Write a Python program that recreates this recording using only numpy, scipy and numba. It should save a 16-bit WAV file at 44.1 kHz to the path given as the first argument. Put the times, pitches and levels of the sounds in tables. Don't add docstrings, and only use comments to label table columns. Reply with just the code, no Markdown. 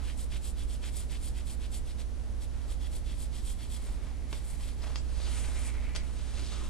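import sys
import numpy as np
from scipy import signal
from scipy.fft import rfft, irfft
from scipy.io import wavfile
from scipy.ndimage import uniform_filter1d
from numba import njit

SR = 44100
rng = np.random.default_rng(int(sys.argv[2]) if len(sys.argv) > 2 else 0)


def file_out(sig):
    cols = np.atleast_2d(sig).T
    lim = np.clip(cols, -1, 1)
    pcm = np.round(lim * 32767).astype(np.int16)
    wavfile.write(sys.argv[1], SR, pcm)


N = 295029
T = np.arange(N) / SR
FREQS = np.maximum(np.fft.rfftfreq(N, 1 / SR), 1)

# (middle [s], length [s], rasp [dB], coarse bite [dB], blade ring [dB])
PUSH_STROKES = [(0.087, 0.099, -57.5, -58, -61), (0.344, 0.074, -57, -56, -57.5),
                (0.606, 0.077, -58, -63, -59), (0.859, 0.076, -54.5, -55, -55.5),
                (1.133, 0.076, -56, -57, -58), (1.383, 0.068, -58, -59.5, -67),
                (1.638, 0.071, -60, -61, -60), (1.894, 0.07, -59.5, -64, -63),
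                (2.843, 0.077, -59.5, -63, -60), (3.102, 0.096, -59.5, -61, -61),
                (3.369, 0.082, -56, -65, -60), (3.627, 0.081, -57, -64, -61.5),
                (3.877, 0.16, -60.5, -73, -73), (4.66, 0.12, -56.5, -61.5, -64)]
# (middle [s], length [s], rasp [dB], hiss [dB], blade ring [dB])
RETURN_STROKES = [(0.212, 0.073, -56.5, -52.5, -66), (0.467, 0.078, -56.5, -51, -59.5),
                  (0.725, 0.076, -59, -54.5, -58.5), (0.988, 0.097, -55.5, -49, -59),
                  (1.255, 0.088, -56.5, -50.5, -61), (1.504, 0.077, -56, -50.5, -58.5),
                  (1.756, 0.067, -57.5, -50, -55.5), (2.004, 0.042, -55, -56.5, -70),
                  (2.431, 0.046, -58.5, -57.5, -65), (2.715, .06, -56, -55, -72),
                  (2.957, 0.072, -58, -51.5, -66), (3.22, 0.081, -58, -53.5, -65),
                  (3.491, 0.094, -58, -50, -56.5), (3.737, 0.073, -55, -51.5, -57.5),
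                  (4.35, 0.097, -58, -56.5, -75), (4.502, .12, -61, -54, -70), (4.834, 0.13, -64, -67, -75)]
# (frequency [Hz], level [dB])
EDGE_COLOUR = [(300, -2.5), (900, -2), (1600, -10.5), (2100, -3.5), (2700, -4.5), (3300, -2), (3900, -0.5),
               (4600, -2), (5000, -3.5), (5400, -3.5), (6200, -9), (11500, -16.5)]
# (frequency [Hz], level [dB])
FACE_COLOUR = [(500, -30), (2800, -22), (4400, -10.5), (5200, -12), (6200, -14), (7100, -4.5), (8200, -2),
               (9500, 0), (11000, 2), (12000, 0)]
# (frequency [Hz], level [dB])
BLADE_NOTES = [(3340, 4), (4400, -7), (5380, -11)]
# (time [s], ring [dB], dull knock [dB], treble limit [Hz], snap [dB])
TOOL_CLICKS = [(2.197, -63, -54, 6000, -70), (4.3283, -42, -37.5, 8000, -41), (4.3312, -45, -46, 7000, -55),
               (4.9572, -45, -50, 6000, -55), (4.9583, -35, -43, 5960, -21.5),
               (5.2012, -52, -43.5, 4000, -45), (5.9505, -40, -45, 9000, -44),
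               (5.9555, -38.5, -47, 9000, -29), (5.9609, -32, -42.5, 9400, -38),
               (5.9643, -34, -49, 7000, -38)]
# (frequency [Hz], level [dB], time to fade by 60 dB [s])
TOOL_NOTES = [(1120, -29, 0.01), (2250, -4, 0.003), (3380, 0.5, 0.0071), (4500, 1.5, 0.0078),
              (5670, -2.5, 0.0094), (6700, -8, 0.015), (8140, -21, 0.12), (9730, -3, 0.032)]
# (frequency [Hz], level [dB])
KNOCK_COLOUR = [(150, -18), (450, 1.5), (750, -3), (1150, -1), (1600, -9), (2300, -5), (3500, -7),
                (9000, -42)]
# (middle [s], length [s], pitch [Hz], glide [Hz/s], level [dB])
FINGER_SQUEAKS = [(4.823, .002, 4800, 0, -46.5), (4.953, .007, 4700, 0, -54),
                  (4.968, 0.014, 4930, 90000, -50), (4.982, 0.024, 7140, 30000, -55)]
# (touches [s], lies flat [s], lifts [s], level [dB])
PALM_SLIDES = [(5.065, 5.287, 5.73, -52), (6.05, 6.52, 6.69, -50)]
# (time [s], level [dB])
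PALM_HISS_CURVES = [
    [(5.05, -74), (5.098, -66), (5.366, -47.5), (5.544, -55), (5.678, -48), (5.752, -71), (5.78, -69)],
    [(6.03, -65), (6.528, -59), (6.69, -59.5)],
]
# (frequency [Hz], level [dB])
PALM_HISS_COLOUR = [(500, -30), (3000, -16), (5200, -7), (6200, -8), (7100, -3.5), (9500, 4.5), (11500, -6)]
# (frequency [Hz], level [dB])
PALM_RUB_COLOUR = [(150, -3), (320, 7.5), (700, 2), (1200, 2), (1800, 0.5), (3500, 3), (5500, -2.5),
                   (6500, -1), (11000, -10.5)]
# (middle [s], length [s], pitch [Hz], level [dB])
HOLLOW_RUBS = [(4.25, 0.98, 2120, -68), (5.34, 0.092, 3000, -58), (5.693, 0.73, 2180, -57),
               (6.603, 0.17, 1190, -56.5), (6.62, 0.16, 3500, -65), (6.596, 0.43, 297, -55)]
# (middle [s], length [s], level [dB])
RUSTLES = [(.01, 0.13, -54.5), (2.616, 0.18, -58), (3.91, 0.26, -60), (4.068, 0.1, -58.5),
           (4.37, 0.14, -60), (4.849, 0.055, -48.5), (4.908, 0.062, -53.5), (5.604, 0.97, -53)]
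# (frequency [Hz], level [dB])
RUSTLE_COLOUR = [(150, 0), (400, 0.5), (1100, -1.5), (1700, -5), (2800, -7.5), (4500, -10), (7000, -15),
                 (11000, -12)]
# (frequency [Hz], phase lead [rad])
LEFT_LEAD = [(100, 2), (2200, -0.25), (4500, 1), (6400, 0.85), (8100, 0.58), (9100, 2), (9900, 2.5),
             (11000, 3.5)]
# (frequency [Hz], level [dB])
AIR_COLOUR = [(8, -61.5), (20, -56), (36, -57), (43, -49.5), (53, -61.5), (66, -64.5), (85, -65),
              (102, -72.5), (128, -67), (160, -79.5), (215, -75), (280, -78.5), (400, -83), (1000, -91.5),
              (2500, -98), (6000, -100.5), (7600, -101.5), (9800, -99.5), (11500, -102.5)]
# (frequency [Hz], left minus right [dB])
AIR_PAN = [(20, -3.5), (45, -2.5), (75, -1.5), (130, -1.5), (200, -0.5), (1000, 1), (6000, 0)]
# (frequency [Hz], correlation [-1 to 1])
AIR_SIMILARITY = [(30, 0.9), (100, 0.15), (200, 0.48), (600, 0.6), (1200, 0.17), (6000, 0.62),
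                  (11000, -0.56)]
# (frequency [Hz], left [dB], right [dB], phase lead of left [rad])
HUM_TONES = [(59.5, -44, -33, -2), (75, -59, -54.5, 0), (83.2, -65, -51, -0.9), (120, -66, -62, -1.2),
             (241, -66, -62.5, -0.5), (271.7, -66, -65, 0.6), (486, -70, -67, 1.5), (601, -79, -68.5, 0),
             (832, -72.5, -85, -0.35)]
# (time [s], level [dB])
HUM_CURVE = [(0.2, 1), (1.6, 0), (2.9, 0.5), (3.6, -1.5), (4.5, -1), (5.3, 4), (6.1, 1.7), (6.6, 0.7)]

TOP_HZ = 11850


def scraper():
    tight_q, loose_q, loosen_s = 6.1, 15, 2.2
    drag, bite, glide, sing = strokes()
    slips = friction(slips_per_s=3000, spread_db=-1.0, grip_db=1.5, grip_hz=140)
    shift = 1 + 0.016 * wander(5.1)
    tight, loose = (
        unit(sum(undb(db) * resonance(slips, hz * shift, hz / q) for hz, db in BLADE_NOTES))
        for q in (tight_q, loose_q))
    ring = sing * np.where(T < loosen_s, tight, loose)
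    catches = friction(slips_per_s=1500, spread_db=1.0, grip_db=2.0, grip_hz=370)
    catches = resonance(catches, hz=2400 * (1 + 0.06 * wander(6.8)), width_hz=2400.0)
    grit = bite * unit(resonance(catches, hz=np.full(N, 2400.0), width_hz=2800.0))
    face_slips = friction(slips_per_s=13000, spread_db=0.0, grip_db=1.85, grip_hz=130)
    edge_slips = friction(slips_per_s=2200, spread_db=1.0, grip_db=1.5, grip_hz=140)
    hiss = colour(glide * face_slips, FACE_COLOUR)
    rasp = colour(drag * edge_slips, EDGE_COLOUR)
    return undb(1.0) * rasp + undb(1.5) * ring + undb(2.0) * grit + undb(4.0) * hiss


def strokes():
    drag, bite, glide, sing = np.zeros((4, N))
    for time, length, rasp_db, bite_db, ring_db in PUSH_STROKES:
        speed = swell(time, length, shape=3.4)
        drag += undb(rasp_db) * speed
        bite += undb(bite_db) * speed ** 2
        glide += undb(rasp_db - 0.5) * speed
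        sing += undb(ring_db) * speed ** 2
    for time, length, rasp_db, hiss_db, ring_db in RETURN_STROKES:
        speed = swell(time, length, shape=2.7)
        drag += undb(rasp_db) * speed
        glide += undb(hiss_db) * speed
        sing += undb(ring_db) * speed ** 2
    return drag, bite, glide, sing


def clicks():
    snap_rise_s, thud_rise_s = 0.000035, 0.00019
    bright, dull = np.zeros((2, N))
    t = T[:SR // 10]
    for time, ring_db, knock_db, treble_hz, snap_db in TOOL_CLICKS:
        span = slice(int(time * SR), int(time * SR) + len(t))
        crack = rng.standard_normal(len(t)) * np.exp(-t / 0.0026)
        knock = rng.standard_normal(len(t)) * np.exp(-t / 0.0036)
        detune = 1 + 0.012 * rng.standard_normal(len(TOOL_NOTES))
        ring = sum((-1) ** k * undb(db - 60 * t / fade_s) * np.sin(2 * np.pi * hz * detune[k] * t)
                   for k, (hz, db, fade_s) in enumerate(TOOL_NOTES))
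        soften = signal.butter(4, treble_hz, fs=SR)
        snap = t / snap_rise_s * np.exp(1 - t / snap_rise_s)
        thud = t / thud_rise_s * np.exp(1 - t / thud_rise_s)
        bright[span] += undb(ring_db) * signal.lfilter(*soften, undb(-2.0) * ring + undb(0.5) * crack)
        bright[span] += undb(snap_db) * snap
        dull[span] += undb(knock_db) * (thud / 2 + undb(-2.5) * knock)
    return bright + colour(dull, KNOCK_COLOUR)


def squeaks():
    out = np.zeros(N)
    for time, length, hz, glide, db in FINGER_SQUEAKS:
        pitch = hz + glide * np.clip(T - time, -length, length)
        tone = unit(resonance(rng.standard_normal(N), pitch, width_hz=670.0))
        out += undb(db) * swell(time, length, shape=1.1) * unit(np.tanh(tone))
    return out


def palm():
    touch_db, ease_db_per_s = -12.5, -14.5
    fade_s, flatten_s = 0.036, 0.094
    rub, sweep, flatness, treble = np.zeros((4, N))
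    for touch, flat, lift, db in PALM_SLIDES:
        contact = np.clip(np.minimum(T - touch, lift - T) / fade_s + .5, 0, 1)
        pressure_db = np.interp(T, [touch, flat], [touch_db, 0]) + ease_db_per_s * np.maximum(T - flat, 0)
        rub += contact * undb(db + pressure_db)
        sweep += undb(db) * swell(flat - 0.033, length_s=0.21, shape=1.3)
        flatness += contact * np.clip((T - flat) / flatten_s + .5, 0, 1)
    for curve in PALM_HISS_CURVES:
        treble += undb(np.interp(T, *np.transpose(curve), left=-120, right=-120))
    rub_slips = friction(slips_per_s=12000, spread_db=0.0, grip_db=-1.5, grip_hz=62)
    swish_slips = friction(slips_per_s=3700, spread_db=-5.0, grip_db=0.0, grip_hz=100)
    hiss_slips = friction(slips_per_s=25000, spread_db=2.0, grip_db=1.5, grip_hz=71)
    swish_hz = np.interp(flatness, [0, 1], [4470, 3630])
    swish = sweep * steep_band(swish_slips, swish_hz, width_hz=2400.0)
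    hiss = colour(treble * hiss_slips, PALM_HISS_COLOUR)
    return undb(1.5) * colour(rub * rub_slips, PALM_RUB_COLOUR) + undb(-2.5) * swish + undb(1.5) * hiss


def hollow_rubs():
    out = np.zeros(N)
    for time, length, hz, db in HOLLOW_RUBS:
        slips = friction(slips_per_s=2500, spread_db=0.0, grip_db=1.5, grip_hz=56)
        pitch = hz * (1 + 0.015 * wander(14))
        out += undb(db) * swell(time, length, shape=19.0) * steep_band(slips, pitch, width_hz=0.35 * hz)
    return out


def rustles():
    speed = sum(undb(db) * swell(time, length, shape=1.6) for time, length, db in RUSTLES)
    slips = friction(slips_per_s=9000, spread_db=-2.5, grip_db=1.6, grip_hz=120)
    return colour(speed * slips, RUSTLE_COLOUR)


def room(x, fade_s, echo_db, left_db):
    turn = np.exp(.5j * across(LEFT_LEAD))
    pan = undb(left_db / 2)
    direct = irfft(rfft(x) * np.array([turn * pan, turn.conj() / pan]), N)
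    t = T[:SR // 2]
    tail = rng.standard_normal((2, len(t))) * undb(-60 * t / fade_s) * (t > .003)
    tail /= np.sqrt(np.sum(tail ** 2, axis=1, keepdims=True))
    tail = signal.lfilter(*signal.butter(4, 9300, fs=SR), tail)
    echo = signal.fftconvolve(x[None], tail, axes=1)[:, :N]
    return undb(0.18) * direct + undb(echo_db) * echo


def ventilation():
    alike = across(AIR_SIMILARITY)
    shared, opposed = (rfft(colour(rng.standard_normal(N), AIR_COLOUR)) for _ in range(2))
    sides = np.array([[1], [-1]])
    stereo = shared * np.sqrt((1 + alike) / 2) + sides * opposed * np.sqrt((1 - alike) / 2)
    return undb(-38) * irfft(stereo * undb(sides * across(AIR_PAN) / 2), N)


def hum():
    out = np.zeros((2, N))
    for hz, left_db, right_db, lead in HUM_TONES:
        phase = 2 * np.pi * (hz * T + rng.random()) + 0.039 * wander(1.5)
        tone = np.array([undb(left_db) * np.sin(phase + lead), undb(right_db) * np.sin(phase)])
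        out += np.sqrt(2) * undb(0.27 * wander(2.26)) * tone
    return out * undb(np.interp(T, *np.transpose(HUM_CURVE)))


def friction(slips_per_s, spread_db, grip_db, grip_hz):
    slips = (rng.random(N) < slips_per_s / SR) * rng.standard_normal(N)
    return unit(slips * undb(spread_db * rng.standard_normal(N) + grip_db * wander(grip_hz)))


def swell(middle_s, length_s, shape):
    return 2 ** -np.minimum(np.abs(2 * (T - middle_s) / length_s) ** shape, 60)


def wander(per_s):
    hold = int(SR / per_s)
    steps = np.repeat(rng.standard_normal(N // hold + 1), hold)
    return unit(uniform_filter1d(uniform_filter1d(steps, hold), hold)[:N])


@njit
def resonance(x, hz, width_hz):
    out, band_state, low_state = np.empty(len(x)), 0., 0.
    for i in range(len(x)):
        step, damping = np.tan(np.pi * hz[i] / SR), width_hz / hz[i]
        band = (band_state + step * (x[i] - low_state)) / (1 + step * (step + damping))
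        band_state = 2 * band - band_state
        low_state += 2 * step * band
        out[i] = damping * band
    return out


def steep_band(x, hz, width_hz):
    return unit(resonance(resonance(x, hz, width_hz), hz, width_hz))


def colour(x, points):
    return irfft(rfft(x) * unit(undb(across(points)) * (FREQS < TOP_HZ)), N)


def across(points):
    hz, value = np.transpose(points)
    return np.interp(np.log(FREQS), np.log(hz), value)


def undb(db):
    return 10 ** (np.asarray(db) / 20)


def unit(x):
    return x / np.sqrt(np.mean(x ** 2))


def scene():
    rubbing = room(scraper() + palm() + hollow_rubs() + rustles(), fade_s=0.11, echo_db=-7.5, left_db=1.34)
    ticking = room(clicks() + squeaks(), fade_s=0.17, echo_db=-2.0, left_db=4.0)
    return rubbing + ticking + ventilation() + hum()


def record(dry):
    return signal.sosfilt(signal.ellip(10, .2, 80, TOP_HZ, fs=SR, output="sos"), dry)


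dry = scene()
out = record(dry)
file_out(out)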